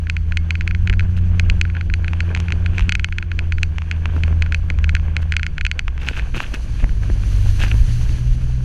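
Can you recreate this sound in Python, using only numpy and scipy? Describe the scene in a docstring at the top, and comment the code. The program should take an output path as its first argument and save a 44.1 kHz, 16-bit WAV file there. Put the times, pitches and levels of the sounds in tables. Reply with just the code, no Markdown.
"""A motorboat crosses choppy water, heard inside a waterproof camera case held low over the bow wave.
From the start harmonics drone as the engine, noise buffets the case, and sharp pulses tick as flying drops;
the bow wave gurgles throughout in bubbles and noise, and strong gusts thump as slow pushes of pressure. From
1 s droplet grains break as splashes; plips and slaps are short filtered pulses. Near 6 s the engine slows and
heavy spray sets in; the biggest splashes come after 6.3 s, and from 7.4 s the engine picks up again."""
import sys
import numpy as np
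from scipy.fft import rfft, irfft, next_fast_len
from scipy.io import wavfile
from scipy.ndimage import uniform_filter1d, map_coordinates

SR = 44100
rng = np.random.default_rng(int(sys.argv[2]) if len(sys.argv) > 2 else 0)


def log_audio(samples):
    """Write samples as a 16-bit WAV file to the path given in sys.argv[1]."""
    # one column per channel
    frames = np.atleast_2d(samples).T
    # limit to full scale, then quantise
    limited = np.clip(frames, -1, 1)
    pcm = np.round(limited * 32767).astype(np.int16)
    wavfile.write(sys.argv[1], SR, pcm)


N = 381024  # length [samples], 8.64 s


def amp(db):
    """Decibels to gain."""
    return 10 ** (np.asarray(db) / 20)


def unit(x):
    """Scale to rms 1."""
    return x / np.sqrt(np.mean(x ** 2) + 1e-20)


def along(points, hz):
    """Read (frequency, value) points on a log frequency axis."""
    f, v = np.transpose(points)
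    return np.interp(np.log(hz + 1), np.log(f + 1), v)


def curve(rows):
    """Draw a (time, value) automation line, one value per sample."""
    s, value = np.transpose(rows)
    return np.interp(np.arange(N) / SR, s, value)


def swing(rows):
    """A curve about its own mean."""
    value = curve(rows)
    return value - value.mean()


def wobble(rate):
    """A smooth random curve with this many knots a second."""
    knots = rng.standard_normal(int(N * rate / SR) + 4)
    return map_coordinates(knots, [np.arange(N) * rate / SR])


def noise():
    """White noise for the whole scene."""
    return rng.standard_normal(N)


def filtered(x, gain):
    """Apply a gain that depends on frequency."""
    m = next_fast_len(N + SR // 2)
    return irfft(rfft(x, m) * gain(np.fft.rfftfreq(m, 1 / SR)), m)[:N]


def coloured(x, spectrum):
    """Filter x by the (frequency, gain) points, then scale to rms 1."""
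    return unit(filtered(x, lambda hz: amp(along(spectrum, hz))))


def add(track, s, sound):
    """Mix a sound into the track at time s."""
    start = max(round(s * SR), 0)
    track[start:start + len(sound)] += sound[:max(N - start, 0)]


def tick(spectrum, tilt_db, knee_hz, spot_db, notches=(), size=2048):
    """One impact as a minimum-phase pulse of peak 1, tilted above the knee, with random ripples of colour."""
    hz = np.fft.rfftfreq(size, 1 / SR)
    octaves = np.log2(np.maximum(hz / knee_hz, 1))
    ripple = map_coordinates(rng.standard_normal(size), [hz / 420])
    dips = sum(db * np.exp(-((hz - centre) / width) ** 2) for centre, width, db in notches)
    level_db = along(spectrum, hz) + tilt_db * octaves + spot_db * ripple + dips
    # folding the cepstrum forward puts all the energy after the hit
    cepstrum = irfft(np.log(amp(level_db)))
    cepstrum[1:size // 2] *= 2
    cepstrum[size // 2 + 1:] = 0
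    pulse = irfft(np.exp(rfft(cepstrum)))
    return pulse / np.abs(pulse).max()


def bubbles(low_hz, high_hz, cycles, spread_db, count, size=400):
    """A random cloud of tiny damped rings, at rms 1."""
    when, pitch, strength = rng.random((count, 3)).T[:, :, None]
    hz = low_hz * (high_hz / low_hz) ** pitch
    turns = hz * np.arange(size) / SR
    rings = np.sin(2 * np.pi * turns) * np.exp(-turns / cycles)
    grains = amp(-spread_db * np.log(strength + 0.01)) * rings * np.sqrt(hz)
    where = (when * N).astype(int) + np.arange(size)
    return unit(np.bincount(where.ravel(), grains.ravel(), N)[:N])


# strength of the headwind on the case: (time [s], level [dB])
WIND = [(0, -26), (1.4, -17), (2.3, -21.5), (3.8, -23.5), (4.9, -19.5), (5.9, -24), (6.65, -23),
        (6.95, -19), (7.8, -15), (8.64, -20.5)]
# colour of the tumbling air: (frequency [Hz], gain [dB])
AIR_COLOUR = [(8, -7.5), (22, 5), (34, -3.5), (48, 1), (64, -0.5), (100, -12), (140, -17), (200, -27),
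              (400, -80.5)]
# colour of the hull rumble: (frequency [Hz], gain [dB])
RUMBLE_COLOUR = [(60, -16.5), (130, 7), (200, -4.5), (280, -5.5), (400, -13.5), (700, -25), (1500, -62)]
GUST_DB, GUSTS_PER_S = 1.5, 7  # random gusts about the wind strength
RUMBLE_DB, LUMP_DB = -40.5, 2.65  # base level of the hull rumble and size of its random lumps
RUMBLE_PER_CHURN, RUMBLE_PER_WIND, RUMBLE_PER_EXHAUST = 0.8, 0.1, 0.2  # dB per dB of each
RUMBLE_DB_PER_HZ = 0.1473  # gained per Hz that the firing rate falls
SHAKE_DB, SHAKE_S = -14.5, 0.012  # hull shake: level against the slap's table level, half length


def buffeting():
    """Air tumbles round the case in gusts while the hull rumbles through the chop and shakes at each slap."""
    t = np.arange(N) / SR
    gusts = amp(curve(WIND) + GUST_DB * wobble(GUSTS_PER_S))
    air = gusts * coloured(noise(), AIR_COLOUR)
    drive_db = RUMBLE_PER_CHURN * swing(CHURN) + RUMBLE_PER_WIND * swing(WIND)
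    drive_db += RUMBLE_PER_EXHAUST * swing(EXHAUST) - RUMBLE_DB_PER_HZ * swing(SPEED)
    chop = amp(RUMBLE_DB + drive_db + LUMP_DB * wobble(30))
    shake = sum(amp(db + SHAKE_DB) * np.exp(-((t - s) / SHAKE_S) ** 2) for s, db, _ in SLAPS)
    return air + np.hypot(chop, shake) * coloured(noise(), RUMBLE_COLOUR)


# strong gusts thumping the case: (time of the peak [s], peak level [dB], frequency [Hz])
THUMPS = [(0.219, -14, 42), (0.911, -9.5, 45.5), (1.51, -7.5, 42), (1.93, -10, 45.4), (2.832, -5.5, 43.3),
          (4.949, -10, 46), (5.651, -11, 42), (6.843, -6, 32.2), (7.133, -6.5, 37.2), (7.496, -9, 28),
          (7.836, -4.5, 27), (8.313, -5, 36.2)]


def thumps():
    """Each strong gust gives one slow push of pressure, a cosine under a bell."""
    track = np.zeros(N)
    for s, db, hz in THUMPS:
        cycles = (np.arange(N) / SR - s) * hz
        track += amp(db) * np.cos(2 * np.pi * cycles) * np.exp(-(cycles / 0.67) ** 2)
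    return track


# water slapping the hull: (time [s], level before a common trim [dB], tilt [dB per octave])
SLAPS = [(0.903, -15.5, 0.5), (1.492, -24.5, 1), (2.882, -20.5, -7.5), (4.164, -16, -1), (4.326, -19.5, .5),
         (4.707, -18.5, -1.5), (5.082, -19, 0), (6.111, -19, -6), (6.345, -16, -4), (6.37, -13, 4),
         (6.539, -20.5, -6.5), (6.828, -21, 1), (6.8416, -9, 3), (7.0996, -13, -2), (7.741, -16, -2.5)]
# colour of a slap before its tilt: (frequency [Hz], gain [dB])
SLAP_COLOUR = [(60, -33.5), (200, 4.5), (330, -2.5), (600, -9.5), (1000, -8), (1500, -6), (2700, -18),
               (3600, -36), (8000, -54), (15000, -69.5)]


def slaps():
    """Wavelets smack the hull with a short, hollow knock."""
    track = np.zeros(N)
    for s, db, tilt_db in SLAPS:
        knock = tick(SLAP_COLOUR, tilt_db=tilt_db, knee_hz=300, spot_db=3.5)
        add(track, s + 0.001, amp(db - 2.5) * knock)
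    return track


# heavy spray, setting in as the boat slows, strongest near 7.6 s, then thinning to the end:
# (time [s], level before the hiss trim [dB])
SHOWER = [(5.9, -87.5), (6.05, -61.5), (6.55, -49), (6.95, -52.5), (7.38, -43.5), (7.65, -43), (8.0, -44.5),
          (8.6, -53)]
SPRAY_DB, SPRAY_PER_CHURN = -60, 0.7  # thin hiss before its trim; dB per dB of churn


def spray_level():
    """Spray in dB: a thin hiss that follows the churn, joined later in power by the shower."""
    thin = amp(SPRAY_DB + SPRAY_PER_CHURN * swing(CHURN))
    return 20 * np.log10(np.hypot(thin, amp(curve(SHOWER))))


# how hard the bow churns the water: (time [s], level before the gurgle trim [dB])
CHURN = [(0, -47), (1.45, -43.5), (1.75, -45), (2.05, -42), (2.8, -42), (3.0, -48), (3.25, -48),
         (3.45, -44), (3.85, -44.5), (4.25, -39.5), (4.55, -44), (5.2, -44), (5.7, -48.5), (6.25, -43.5),
         (6.9, -45.5), (7.6, -44.5), (8.64, -46)]
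# colours of the gurgle, the spray and the mist: (frequency [Hz], gain [dB])
GURGLE_COLOUR = [(200, 8), (400, 0.5), (800, -3), (1100, -2.5), (1300, -5.5), (1620, 3), (1900, -6),
                 (2400, 0), (3300, -6), (3800, -16), (6000, -32.5), (15000, -72)]
SPRAY_COLOUR = [(1200, -3.5), (1700, 1.5), (2100, -0.5), (2900, 3), (3700, -4), (4350, 1.5), (5300, -7),
                (6100, 1.5), (7200, -10), (8600, -14), (9700, -8.5), (12000, -21.5), (14800, -35),
                (16000, -59.5)]
MIST_COLOUR = [(4000, -26.5), (8500, -3), (9700, -3.5), (11500, -5), (14700, -8.5), (15400, -35)]
CLUCKS_PER_CHURN, CLUCKS_DB_PER_HZ = 0.99, -0.12  # dB per dB of churn; dB per Hz of firing rate
CLUMP_DB, SPRAY_FLUTTER_DB = 2.4, 1.4  # size of the random level swings


def bow_wave():
    """Bubbles gurgle in churning water under a hiss of spray; heavy spray breaks into a brighter mist."""
    spray_db = spray_level()
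    # pockets of air cluck in clumps, more strongly in harder churn and at lower engine speed
    clump_db = CLUMP_DB * wobble(18) + CLUCKS_PER_CHURN * swing(CHURN) + CLUCKS_DB_PER_HZ * swing(SPEED)
    clucks = unit(amp(clump_db)) * bubbles(393, 1550, cycles=0.59, spread_db=2.5, count=1600)
    fizz = bubbles(1035, 4000, cycles=2.65, spread_db=3.0, count=12000, size=200)
    churn = 0.59 * clucks + 0.5 * fizz + noise()
    gurgle = amp(curve(CHURN) + 1.45 + 2.2 * wobble(22)) * coloured(churn, GURGLE_COLOUR)
    hiss_db = spray_db + 1.5 + SPRAY_FLUTTER_DB * wobble(30)
    spray = amp(hiss_db) * coloured(noise(), SPRAY_COLOUR)
    # the mist grows faster than the spray
    mist_db = 1.834 * spray_db + 19.5 + 2.3 * wobble(10)
    mist = amp(mist_db) * coloured(noise(), MIST_COLOUR)
    return gurgle + spray + mist


# waves breaking on the hull: (time of the crest [s], level [dB], fall time to 1/e [s])
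SPLASHES = [(1.174, -32.5, 0.011), (1.46, -47, 0.042), (2.38, -39.5, 0.034), (2.8, -37, 0.095),
            (4.166, -39, .02), (4.28, -40.5, 0.012), (5.224, -32.5, 0.0068), (6.018, -35, .025),
            (6.086, -30.5, 0.046), (6.179, -31.5, 0.031), (6.369, -26.5, 0.027), (6.425, -31.5, .03),
            (6.545, -23, 0.0081), (6.809, -36.5, .025), (7.602, -28, 0.016), (7.634, -25.5, 0.031),
            (7.683, -31, 0.0045), (7.715, -31.5, 0.0073)]
# colour of the patter: (frequency [Hz], gain [dB])
PATTER_COLOUR = [(200, -2.5), (600, -11.5), (1150, -12), (1550, 0.5), (2000, -6.5), (2600, 3.5),
                 (3700, -10), (5200, -34.5), (6200, -13.5), (8500, -33), (15000, -54.5)]
# colour of the treble fizz: (frequency [Hz], gain [dB])
FIZZ_COLOUR = [(2000, -6.0), (4000, 0.5), (6200, -3.5), (8500, -9), (15000, -14.5)]
RISE_SHARE = 0.76  # a splash's rise time over its fall time


def splashes():
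    """Breaking waves swell and fall away as a dense patter of droplets; bigger ones fizz more in the treble."""
    t = np.arange(N) / SR
    swell = np.zeros(N)
    for s, db, fall in SPLASHES:
        rise_shape = (np.minimum(t - s, 0) / (RISE_SHARE * fall)) ** 2
        fall_shape = np.maximum(t - s, 0) / fall
        swell += amp(db) * np.exp(-rise_shape - fall_shape)
    patter = bubbles(538, 5600, cycles=0.67, spread_db=4.0, count=7000, size=240) + 0.39 * noise()
    fizz = bubbles(3500, 14000, cycles=3.1, spread_db=3.0, count=30000, size=80)
    treble = amp(-5.5) * swell ** 1.313 * coloured(fizz, FIZZ_COLOUR)
    return swell * coloured(patter, PATTER_COLOUR) + treble


# duller plips of water close by: (time [s], level before a common trim [dB], tilt [dB per octave])
PLIPS = [(2.133, -9, 0), (2.363, -12, 0.5), (2.373, -11, 1), (2.401, -8.5, 8), (2.504, -12.5, -0.5),
         (2.794, -7, 3.5), (2.807, -10.5, 1), (3.086, -19.5, -1.5), (3.783, -7.5, 1.5), (3.819, -15, 0),
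         (4.056, -5, -0.5), (4.787, -13.5, 1), (5.88, -7, -0.5), (5.978, -17, 1), (6.032, -19, 4),
         (6.345, -11, -3), (6.403, -2, -2), (6.54, -11.5, 0.5), (7.235, -20, -2)]
# colour of a plip before its tilt: (frequency [Hz], gain [dB])
PLIP_COLOUR = [(300, -18), (600, -11), (900, -2), (1600, -2), (2700, 0), (3600, -14), (4600, -23),
               (6300, -21), (8000, -36), (15000, -66)]
FAINT_PLIP_DB, FAINT_PLIP_PER_CHURN = -21.5, 1.0  # stray plips before the trim; dB per dB of churn


def plips(count=6):
    """Blobs of water land close by, each with its own colour; random faint ones are louder in rough water."""
    track = np.zeros(N)
    faint_db = FAINT_PLIP_DB + FAINT_PLIP_PER_CHURN * swing(CHURN)
    faint = [(i / SR, faint_db[i], 0) for i in rng.integers(N, size=count)]
    for s, db, tilt_db in PLIPS + faint:
        plip = tick(PLIP_COLOUR, tilt_db=tilt_db, knee_hz=1800, spot_db=1.7)
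        add(track, s + 0.001, amp(db - 3.5) * plip)
    return track


# hard drops on the case: (time [s], level before the tick trim [dB], favoured frequency of the spot [Hz])
DROPS = [(0.0689, -18.5, 1620), (0.0978, -5, 2560), (0.166, -9.5, 2410), (0.3209, -11.5, 1550),
         (0.3709, -5.5, 2190), (0.506, -5, 2430), (0.5531, -10.5, 2450), (0.609, -8.5, 1580),
         (0.6759, -6.5, 2510), (0.7095, -11.5, 2210), (0.7481, -12.5, 2200), (0.8734, -8, 2460),
         (0.8968, -6.5, 2210), (0.9278, -12.5, 1570), (0.9357, -14, 1530), (0.9943, -7.5, 2250),
         (1.0057, -14, 1580), (1.3958, -4, 2450), (1.4985, -4, 2420), (1.6125, -2, 2570),
         (1.651, -16, 1610), (1.699, -20, 2190), (1.75, -19, 1450), (1.7667, -15.5, 1590),
         (1.8099, -12.5, 2210), (1.899, -14.5, 1520), (1.938, -6, 2580), (2.0441, -14, 2140),
         (2.08, -10, 2520), (2.2043, -5, 2570), (2.3486, -6.5, 2440), (2.483, -13, 2480),
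         (2.5215, -6.5, 2530), (2.6608, -9, 2470), (2.7814, -6.5, 2200), (2.8928, -3, 2580),
         (2.9215, -3.5, 2550), (2.9518, -3.5, 2570), (2.995, -9, 2450), (3.044, -3, 2190),
         (3.124, -11, 2200), (3.1834, -6, 2570), (3.2254, -12.5, 2470), (3.3156, -12, 1600),
         (3.3902, -7, 2420), (3.5216, -7.5, 2450), (3.5825, -14, 1650), (3.6308, -2.5, 2440),
         (3.9123, -6, 2470), (4.2347, -8, 2520), (4.4218, -5.5, 2390), (4.4615, -18, 1510),
         (4.5221, -8, 1630), (4.545, -5, 2550), (4.7008, -7.5, 2510), (4.8417, -8, 2540),
         (4.8925, -6.5, 2190), (4.9502, -4, 1560), (4.9659, -12.5, 1540), (5.1657, -4, 2260),
         (5.3213, -4.5, 2210), (5.3379, -14, 1650), (5.3656, -2, 2450), (5.3948, -12.5, 1560),
         (5.4305, -7, 2200), (5.4648, -6.5, 2200), (5.5804, -9.5, 1600), (5.6101, -7.5, 2460),
         (5.6501, -5.5, 2490), (5.6647, -5, 2440), (5.7135, -4.5, 2440), (5.792, -4, 2500),
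         (6.0858, -3.5, 2410), (6.1943, -11.5, 2100)]
# colour of the case when struck: (frequency [Hz], gain [dB])
CASE_COLOUR = [(300, -42), (950, -22), (1250, -17), (1450, -2.5), (1900, -5.5), (2550, 1), (3100, -14),
               (4300, -11.5), (5000, -20), (6050, -17.5), (7900, -27.5), (8700, -36), (11000, -49),
               (15000, -77.5)]
# antiresonances of the case: (frequency [Hz], width [Hz], gain [dB])
NOTCHES = [(1174, 65, -21.5), (3662, 150, -14.5), (4670, 100, -14), (5530, 192, -25.5)]
# the case's lingering ring: (frequency [Hz], mean level against the drop [dB], t60 [s])
RING = [(4540, -45.5, 0.14), (2170, -39.5, 0.12), (2900, -14, 0.011), (5370, -52.5, 0.078)]
SPOT_WIDTH_HZ, SPOT_DB = 370, 3.5  # how the struck spot lifts its favoured pitch
DROPLET_DB, DROPLET_HZ, DROPLETS_END_S = -23, 1600, 7.8  # faint droplets at random times in the first 7.8 s


def drops(count=4):
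    """Drops strike the case: a hard tick, brighter for louder drops, then a faint ring of the shell."""
    track, t = np.zeros(N), np.arange(SR // 5) / SR
    droplets = [(s, DROPLET_DB, DROPLET_HZ) for s in DROPLETS_END_S * rng.random(count)]
    for s, db, spot_hz in list(DROPS) + droplets:
        tilt_db = 0.72 * (max(db, -17) + 4.0) + rng.normal(0, 0.51)
        dips_and_spot = NOTCHES + [(spot_hz, SPOT_WIDTH_HZ, SPOT_DB)]
        hit = tick(CASE_COLOUR, tilt_db=tilt_db, knee_hz=1610, spot_db=2.02, notches=dips_and_spot)
        ring = np.zeros(len(t))
        for hz, level_db, t60 in RING:
            decay_db = level_db + rng.normal(0, 3.1) - 60 * t / t60
            ring += amp(decay_db) * np.sin(2 * np.pi * hz * t)
        onset = 1 - np.exp(-t / 0.00024)
        add(track, s + 0.000966, amp(db - 1.7) * hit)
        add(track, s + 0.000923, amp(db) * ring * onset)
    return track


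# the throttle, cruising, easing off, picking up again: (time [s], firing rate [Hz])
SPEED = [(0, 80.3), (.5, 82), (.96, 90.7), (1.6, 85.8), (2.15, 83.8), (2.98, 88.4), (3.7, 81.7), (4.5, 81),
         (5.1, 79.3), (5.73, 76.7), (6.33, 59), (6.88, 50.3), (7.35, 47.8), (7.6, 50.3), (8.01, 59),
         (8.64, 62.4)]
# loudness of the exhaust before the muffler: (time [s], level [dB])
EXHAUST = [(0, -21), (.9, -19), (1.35, -13.5), (1.7, -19.5), (2.87, -18.5), (2.99, -25.5), (3.4, -22.5),
           (3.56, -17.5), (3.8, -23.5), (4.33, -14.5), (4.6, -21.5), (4.9, -17), (5.73, -25), (5.9, -29.5),
           (6.33, -26), (6.5, -49.5), (6.75, -29), (7.3, -20), (8.64, -21)]
# what the muffler lets through: (frequency [Hz], gain [dB])
MUFFLER = [(48, 2), (56, -2.5), (62, -3), (78, 0.5), (100, -1.5), (125, -3), (158, -16), (180, -14),
           (240, -34)]
# fourth harmonic, before its trim and the exhaust swing: (firing rate [Hz], level [dB])
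BUZZ = [(48, -43.5), (80, -60.5), (83.5, -48.5), (90, -53.5)]
OVERTONE_FOLLOWS = 0.88  # dB in the overtones per dB of exhaust
OVERRUN_DB = 0.2  # lost by the second and third harmonics per Hz/s of slowing
THIRD_DB = -9  # the third harmonic is weak
WAVER_DB, LUG_DB_PER_HZ, CRUISE_HZ = 0.6, 0.07, 80  # waver, its growth per Hz below cruising speed


def engine():
    """Muffled exhaust: low harmonics of the firing rate, wavering more as the engine lugs below cruise."""
    hz = curve(SPEED)
    exhaust_db = curve(EXHAUST)
    follow_db = OVERTONE_FOLLOWS * swing(EXHAUST)
    slowing = uniform_filter1d(np.maximum(-np.gradient(hz) * SR, 0), size=SR // 5)
    overtone_db = exhaust_db.mean() + follow_db - OVERRUN_DB * slowing + 0.5
    waver_db = WAVER_DB + LUG_DB_PER_HZ * np.maximum(CRUISE_HZ - hz, 0)
    unsteady_hz = hz * (1 + 0.0037 * wobble(25))
    phase = 2 * np.pi * np.cumsum(unsteady_hz) / SR
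    levels = {1: exhaust_db + along(MUFFLER, hz),
              2: overtone_db + along(MUFFLER, 2 * hz),
              3: overtone_db + along(MUFFLER, 3 * hz) + THIRD_DB,
              4: along(BUZZ, hz) + 0.4 * follow_db - 0.8}
    drone = np.zeros(N)
    for k, db in levels.items():
        tone = np.sin(k * phase + rng.uniform(0, 2 * np.pi))
        drone += amp(db + waver_db * wobble(14)) * tone
    return np.sqrt(2) * drone  # so the levels are rms


def scene():
    """Everything reaches one microphone inside the case."""
    background = buffeting() + thumps() + slaps()
    water = bow_wave() + splashes() + plips() + drops()
    return (background + water + engine())[None]


TOP_HZ = 15300  # band limit


def record(dry):
    """Round off the highest peaks near 0.98, then keep nothing above the band limit."""
    rounded = dry / (1 + np.abs(dry / 0.98) ** 20) ** (1 / 20)
    return np.array([filtered(channel, lambda hz: hz < TOP_HZ) for channel in rounded])


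dry = scene()
out = record(dry)
log_audio(out)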